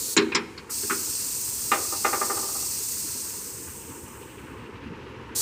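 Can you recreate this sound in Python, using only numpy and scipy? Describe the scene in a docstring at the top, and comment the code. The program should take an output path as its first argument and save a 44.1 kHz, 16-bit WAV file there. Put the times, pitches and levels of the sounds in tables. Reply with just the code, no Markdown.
"""Air-driven blade of a parked garden tractor

At the edge of a wood, one valve port hisses until the lift arm clanks against its stop. The other then vents
the cylinder while the steel blade drops, lands and bounces, and fades as the pressure runs out; the first port
opens again. Jets are coloured noise, knocks are decaying modes and noise bands, trees are sparse-free noise echoes.
Far traffic and dry leaves, made of wavering noise, grow behind them, with a few soft low bumps.
"""
import sys
import numpy as np
from scipy import signal
from scipy.fft import rfft, irfft, next_fast_len
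from scipy.io import wavfile
from scipy.ndimage import uniform_filter1d

SR = 44100
rng = np.random.default_rng(int(sys.argv[2]) if len(sys.argv) > 2 else 0)


def waveform_to_disk(signal):
    """Save audio, clipped to [-1, 1], as 16-bit WAV at the path in sys.argv[1]."""
    frames = np.transpose(np.atleast_2d(signal))
    scaled = np.clip(frames, -1, 1) * 32767
    samples = np.round(scaled).astype(np.int16)
    wavfile.write(sys.argv[1], SR, samples)


N = 238845
TIME = np.arange(N) / SR  # s
AGE = TIME[:SR * 2 // 5]  # time since a knock, s

# modes of the tractor frame, shaken by arm and blade alike: (frequency [Hz], relative level [dB])
FRAME_MODES = [(110, -20), (195, -17), (232, -5), (262, -8), (323, -2), (355, -7), (393, 2), (415, -3),
               (478, -13), (570, -20)]
FRAME_T60 = 0.17  # ring time of the frame, scaled to 1 kHz, s
SCATTER_DB = 1.2  # random spread of mode levels from blow to blow


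def from_db(db):
    """Decibels to gain."""
    return 10 ** (np.asarray(db) / 20)


def rms_one(x):
    """Scale to unit power."""
    return x / np.sqrt(np.mean(x ** 2) + 1e-20)


def at_hz(rows, hz, axis=1):
    """One column of a spectrum, read on a log-frequency axis."""
    rows = np.array(rows)
    return np.interp(np.log(hz + 1), np.log(rows[:, 0]), rows[:, axis])


def noise(gain_at, size=N):
    """Unit-power noise whose colour is a function of frequency."""
    padded = next_fast_len(size, True)
    hz = np.arange(padded // 2 + 1) * SR / padded
    spectrum = rfft(rng.standard_normal(padded)) * gain_at(hz)
    return rms_one(irfft(spectrum, padded)[:size])


def coloured(spectrum, resonances=()):
    """Unit-power noise with a broad spectrum and narrow resonances standing on it."""
    def gain_at(hz):
        power = from_db(at_hz(spectrum, hz)) ** 2
        for centre, width, db in resonances:
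            power = power + from_db(db) ** 2 / (1 + (2 * (hz - centre) / width) ** 2) ** 2
        return np.sqrt(power)
    return noise(gain_at)


def flutter(rate_hz, depth_db):
    """A gain that wanders at random, mostly slower than the given rate; the depth is RMS."""
    return from_db(depth_db * noise(lambda hz: 1 / (1 + (hz / rate_hz) ** 4)))


def low_pass(x, hz, order=2):
    """Causal Butterworth low-pass."""
    return signal.sosfilt(signal.butter(order, min(hz, SR / 2 - 100), fs=SR, output="sos"), x)


def ring(modes, t60_at_khz):
    """Struck modes of unit starting power; high ones die sooner, and each blow shares its energy anew."""
    hz, db = np.array(modes).T[:, :, None]
    t60 = t60_at_khz * (hz / 1000) ** -.4
    gain = from_db(db + SCATTER_DB * rng.standard_normal(db.shape))
    phase = 2 * np.pi * (hz * AGE + rng.random(hz.shape))
    waves = np.sin(phase) * from_db(-60 * AGE / t60)
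    return np.sum(gain * waves, axis=0) / np.sqrt(np.sum(gain ** 2) / 2)


def crowd(table, count=18):
    """Modes too dense to tell apart: noise bands, each dying at its own rate; unit starting power."""
    edges = np.geomspace(150, 16000, count + 1)  # Hz
    centres = np.sqrt(edges[1:] * edges[:-1])
    gains = from_db(at_hz(table, centres)) * np.sqrt(np.diff(edges))
    t60s = at_hz(table, centres, axis=2)
    out = 0
    for low, high, gain, t60 in zip(edges, edges[1:], gains, t60s):
        band = noise(lambda hz: (hz >= low) & (hz < high), size=len(AGE))
        out = out + gain * band * from_db(-60 * AGE / t60)
    return out / np.sqrt(np.sum(gains ** 2))


def ping(centre_hz, width_hz, t60):
    """A short cluster of close modes around one pitch; about unit starting power."""
    cluster = noise(lambda hz: 1 / (1 + (2 * (hz - centre_hz) / width_hz) ** 2), size=len(AGE))
    envelope = np.sqrt(uniform_filter1d(cluster ** 2, size=SR // 50) + 1e-12)
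    return cluster / envelope * from_db(-60 * AGE / t60)


def build_up(seconds):
    """Onset gain: vibration takes a moment to spread through the loose steel."""
    return 1 - np.exp(-AGE / seconds)


def add(track, s, sound):
    """Lay a sound into a track at a given time."""
    start = round(s * SR)
    track[start:start + len(sound)] += sound[:N - start]


def swell():
    """Nearness of a distant vehicle, 0 to 1; it draws near until the end."""
    peak_s, width_s = 5.62, 1.47
    return 1 / (1 + ((TIME - peak_s) / width_s) ** 4)


def traffic():
    """Lumpy rumble and tyre wash of a far road; moving air makes the wash waver band by band."""
    # spectrum of the rumble: (frequency [Hz], relative density [dB per Hz])
    rumble_spectrum = [(20, -40), (38, -63), (58, 1.5), (85, 5.5), (125, 4), (170, -9), (300, -47)]
    # spectrum of the wash; soft ground cancels the band near 700 Hz: (frequency [Hz], relative density [dB per Hz])
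    tyre_spectrum = [(100, -2.5), (170, 0), (220, 3.5), (300, 4), (400, 4), (510, 1), (600, -13),
                     (720, -15), (810, -9), (900, -0.5), (1300, -8), (2000, -11), (2800, -10),
                     (3500, -20.5), (6000, -28), (11000, -40.5), (16000, -53)]
    rumble_db, tyres_db = -53, -47  # level with the vehicle far off
    rumble_swell_db, tyres_swell_db = 5, 5  # how far its approach lifts them

    rumble = coloured(rumble_spectrum) * flutter(rate_hz=16, depth_db=2.5)
    rest, wash = coloured(tyre_spectrum), 0
    for edge_hz in 300 * 2 ** np.arange(5):
        band = signal.sosfiltfilt(signal.butter(4, edge_hz, fs=SR, output="sos"), rest)
        wash = wash + band * flutter(rate_hz=21.6, depth_db=2.0)
        rest = rest - band
    near = swell()
    rumble = from_db(rumble_db + rumble_swell_db * near) * rumble
    return rumble + from_db(tyres_db + tyres_swell_db * near) * (wash + rest)


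def leaves(level_db=-62.0, swell_db=5):
    """Short, uneven rustles of dry leaves: fluttering mid-band noise that grows with the background."""
    rustle = noise(lambda hz: 1 / (1 + ((hz - 1500) / 500) ** 4))
    rustle = rms_one(rustle * flutter(rate_hz=28, depth_db=4.5))
    return from_db(level_db + swell_db * swell()) * rustle


def bumps():
    """Soft low bumps in the background: short clusters of close, decaying modes."""
    # when and how they sound: (time [s], pitch [Hz], level before the onset [dB])
    soft_bumps = [(3.036, 295, -38.5), (3.89, 296, -38), (4.859, 236, -34.5), (4.901, 182.8, -35.5),
                  (5.061, 407, -37.5)]
    out = np.zeros(N)
    for s, hz, db in soft_bumps:
        add(out, s, from_db(db) * ping(hz, width_hz=64, t60=0.18) * build_up(0.0033))
    return out


def valve_flow(opens, closes=np.inf):
    """Share of full flow through a port: quick attack, hold, quick release."""
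    open_s, shut_s = 0.0093, 0.011  # time constants of the valve spool
    opening = 1 - np.exp(-np.maximum(TIME - opens, 0) / open_s)
    return opening * np.exp(-np.maximum(TIME - closes, 0) / shut_s)


def valves():
    """Turbulent jets of two ports; as pressure falls the low roar dies sooner than the hiss."""
    # strokes of the port that raises the blade: (opens [s], closes [s], level [dB])
    raise_strokes = [(-0.1, 0.139, -29), (5.349, 5.6, -23.2)]
    # jet noise of the raising port: (frequency [Hz], relative density [dB per Hz])
    raise_jet = [(1000, -24), (3000, -12), (3600, -5), (4400, 3.5), (5300, 0.5), (6200, 6), (8300, 6.5),
                 (9600, 3), (11700, 0.5), (13000, -1), (15500, 1.5)]
    # jet noise of the lowering port: (frequency [Hz], relative density [dB per Hz])
    lower_jet = [(1000, -34), (3400, -18.5), (4600, -18), (5600, -13.5), (6500, -7), (7500, -2.5),
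                 (8300, -1), (8900, -4), (9600, -9), (12200, -11.5), (12900, -10), (13500, -11.5),
                 (15500, -8.5)]
    # resonances of the lowering valve's passages: (frequency [Hz], width [Hz], level [dB])
    passages = [ (5125, 90, -5), (5405, 80, -5), (5890, 80, -.5), (6110, 70, -1), (6300, 80, -.5),
                (6860, 85, 3), (7420, 75, 0), (7750, 80, 0), (8040, 80, .5), (8290, 90, 3),
                (8400, 110, 6.5), (8630, 130, 2.5), (9250, 75, -2), (9510, 70, -7), (10020, 70, -6),
                (10300, 170, -6), (10860, 140, -7), (11400, 220, -4.5), (11780, 90, -6), (11980, 80, -6),
                (12300, 190, -6), (13300, 120, -5.5), (13600, 120, -5.5), (14000, 200, -5),
                (14670, 220, -4.5), (15200, 270, -4)]
    # roar that the lowering jet adds mainly at high pressure: (frequency [Hz], relative density [dB per Hz])
    jet_roar = [(1000, -15.5), (2200, -14), (2700, -2.5), (3100, -28), (3900, -3.5), (4400, 5), (5100, 5.5),
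                (6500, 5), (9000, -28), (15000, -21)]
    lower_opens_s, lower_db = 0.695, -29.5  # this port stays open
    travel_ends_s, drain_s = 2.905, 2.12
    hiss_exponent, roar_growth = 2.44, 1.6  # powers of pressure for the jet, of the flow for the roar
    roar_db = -38.0
    leak_db, leak_dull_hz = -55.5, 10000  # level at full pressure, before the dulling filter

    # the piston keeps the pressure up to the end of its travel; then it drains evenly to nothing
    pressure = np.clip(1 - (TIME - travel_ends_s) / drain_s, 0, 1)
    drive = pressure ** hiss_exponent
    raise_flow = sum(from_db(db) * valve_flow(opens, closes) for opens, closes, db in raise_strokes)
    lower_flow = drive * valve_flow(lower_opens_s)
    jet = coloured(raise_jet)
    # air seeps past the raising port, duller than its open jet
    leak = from_db(leak_db) * drive * low_pass(jet, leak_dull_hz, order=1)
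    lowering = from_db(lower_db) * lower_flow * coloured(lower_jet, passages)
    roar = from_db(roar_db) * lower_flow ** roar_growth * coloured(jet_roar)
    roar = roar * flutter(rate_hz=2.8, depth_db=1.2)
    return (raise_flow * jet + leak + lowering + roar) * flutter(rate_hz=52, depth_db=0.57)


def lift_arm():
    """The arm clangs and shakes the frame; each point of contact adds a short ping of its own."""
    # knocks, levels before the onset and the clang's filter: (time [s], clang [dB], thump [dB], ping pitch [Hz])
    arm_knocks = [(0.1652, -14, -18.5, 7030), (0.174, -15.5, -18, 4030), (0.218, -34, -23, 4000),
                  (0.262, -35, -33, 330), (0.318, -25.5, -31.5, 2420), (0.348, -15, -25, 5250),
                  (0.35, -26.5, -34, 7850), (0.355, -23.5, -39, 2140), (0.576, -35.5, -59, 4500),
                  (0.691, -43, -48, 1305), (0.83, -36.5, -38, 402), (0.897, -26, -32.5, 1246),
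                  (0.904, -23, -29.5, 1410)]
    # distinct modes of the arm: (frequency [Hz], relative level [dB])
    arm_modes = [ (845, -11), (942, -7), (1023, -4), (1065, -4), (1125, -5), (1319, -8), (1430, -4),
                 (1585, -1), (1630, -1), (1798, -4), (2003, -5), (2180, -3), (2240, -3), (2320, -6),
                 (2484, -2), (2760, -3), (3990, -3), (4740, -8), (5140, -4), (5510, -6), (6870, -3),
                 (6990, 0), (7210, -1), (7330, -1)]
    # weaker modes between them: (frequency [Hz], relative density [dB per Hz], t60 [s])
    arm_crowd = [(250, -1, 0.48), (446, -3, 0.87), (624, -20, 0.24), (800, -11, 0.54), (940, 0, 0.27),
                 (2340, 4, 0.19), (3240, 1, 0.13), (5200, 0.5, 0.11), (6300, -4, 0.076), (7500, 8, 0.053),
                 (9400, -23, 0.047), (15000, -25, .05)]
    arm_t60, ping_t60 = .17, 0.16  # s at 1 kHz; higher notes die sooner
    modes_db, crowd_db, ping_db = -3, -4.0, 0  # the ping is relative to the clang
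    ping_spread = 0.14  # width as a share of the pitch
    dullest_hz, bright_per_ping = 1660, 0.95  # a harder contact pings higher and opens up the clang

    out = np.zeros(N)
    for s, clang_db, thump_db, ping_hz in arm_knocks:
        steel = from_db(modes_db) * ring(arm_modes, arm_t60)
        steel = steel + from_db(crowd_db) * crowd(arm_crowd)
        clang = from_db(clang_db) * low_pass(steel, dullest_hz + bright_per_ping * ping_hz, order=4)
        thump = from_db(thump_db) * ring(FRAME_MODES, FRAME_T60)
        contact = ping(ping_hz, ping_spread * ping_hz, ping_t60 * np.sqrt(1000 / ping_hz))
        contact = from_db(clang_db + ping_db) * contact
        add(out, s, (clang + thump + contact) * build_up(0.0019))
    return out


def blade():
    """The plate rings at every bounce, duller for softer blows; its edge clanks, the frame shakes."""
    # landing and bounces: (time [s], strength [dB])
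    blade_knocks = [(1.714, -13.5), (1.921, -26.5), (2.0442, -15.5), (2.127, -18.5), (2.21, -20),
                    (2.295, -21), (2.366, -26), (2.423, -30), (2.48, -31.5), (2.545, -31.5), (2.62, -39)]
    # distinct modes of the plate: (frequency [Hz], relative level [dB])
    blade_modes = [ (237, -18), (323, -13), (393, -6), (500, -10), (627, -10), (797, -1), (845, -8),
                   (915, -9), (1023, -9), (1199, -1), (1357, -9), (1436, -8), (1593, -10), (1818, -2),
                   (2058, -3), (2465, -7), (2780, -2), (3630, -10)]
    # weaker modes between them: (frequency [Hz], relative density [dB per Hz], t60 [s])
    blade_crowd = [(130, -23, 0.21), (360, 2.5, 0.74), (670, 0, 0.33), (1140, 3, 0.31), (1700, 4.5, 0.17),
                   (2910, -0.5, 0.27), (3200, -10, .08), (3760, 4, 0.19), (6140, -26, .05)]
    plate_t60, edge_t60 = .16, .15  # s; the plate's is at 1 kHz
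    modes_db, crowd_db = -1.5, -5.5
    edge_db, thump_db = -4.5, -17.5  # relative to the blow
    dullest_hz, hardening_hz = 790, 9600  # cutoff of the softest touch, and what a 0 dB blow adds

    out = np.zeros(N)
    for s, db in blade_knocks:
        steel = from_db(modes_db) * ring(blade_modes, plate_t60)
        steel = steel + from_db(crowd_db) * crowd(blade_crowd)
        plate = low_pass(steel, dullest_hz + hardening_hz * from_db(db), order=3)
        edge = from_db(edge_db) * ping(1210, width_hz=110, t60=edge_t60)
        thump = from_db(thump_db) * ring(FRAME_MODES, FRAME_T60)
        onset = build_up(0.0029) ** 2  # turf cushions the first touch
        add(out, s, from_db(db) * (plate + edge + thump) * onset)
    return out


def scatter(x, wet_db, t60, dull_hz):
    """Countless weak echoes: convolution with decaying noise that has lost treble."""
    t = TIME[:2 * SR]
    echoes = rng.standard_normal(len(t)) * from_db(-60 * t / t60) * (1 - np.exp(-t / 0.023))
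    echoes = low_pass(echoes / np.sqrt(np.sum(echoes ** 2)), dull_hz, order=1)
    return from_db(wet_db) * signal.fftconvolve(x, echoes)[:N]


def scene(knock_echo_db=-4):
    """Background, valves and knocks, with echoes from the trees; one microphone feeds both channels."""
    background = traffic() + leaves() + bumps()
    hiss = valves()
    knocks = lift_arm() + blade()
    # of the knocks, mostly the lower notes come back from the trees
    radiated = hiss + from_db(knock_echo_db) * low_pass(knocks, 4300)
    near_trunks = scatter(radiated, wet_db=-17.5, t60=0.5, dull_hz=12100)
    far_wood = scatter(radiated, wet_db=-15.0, t60=1.0, dull_hz=5000)
    return np.tile(hiss + knocks + near_trunks + far_wood + background, (2, 1))


def record(dry, ceiling=1.0):
    """The microphone sheds the deepest bass, the loudest peaks are rounded and the top is cut."""
    thinned = signal.sosfilt(signal.butter(4, 42, "high", fs=SR, output="sos"), dry)
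    rounded = ceiling * np.tanh(thinned / ceiling)
    top_cut = signal.ellip(12, .1, 80, 15500, fs=SR, output="sos")  # steep, at 15.5 kHz
    return signal.sosfilt(top_cut, rounded)


dry = scene()
out = record(dry)
waveform_to_disk(out)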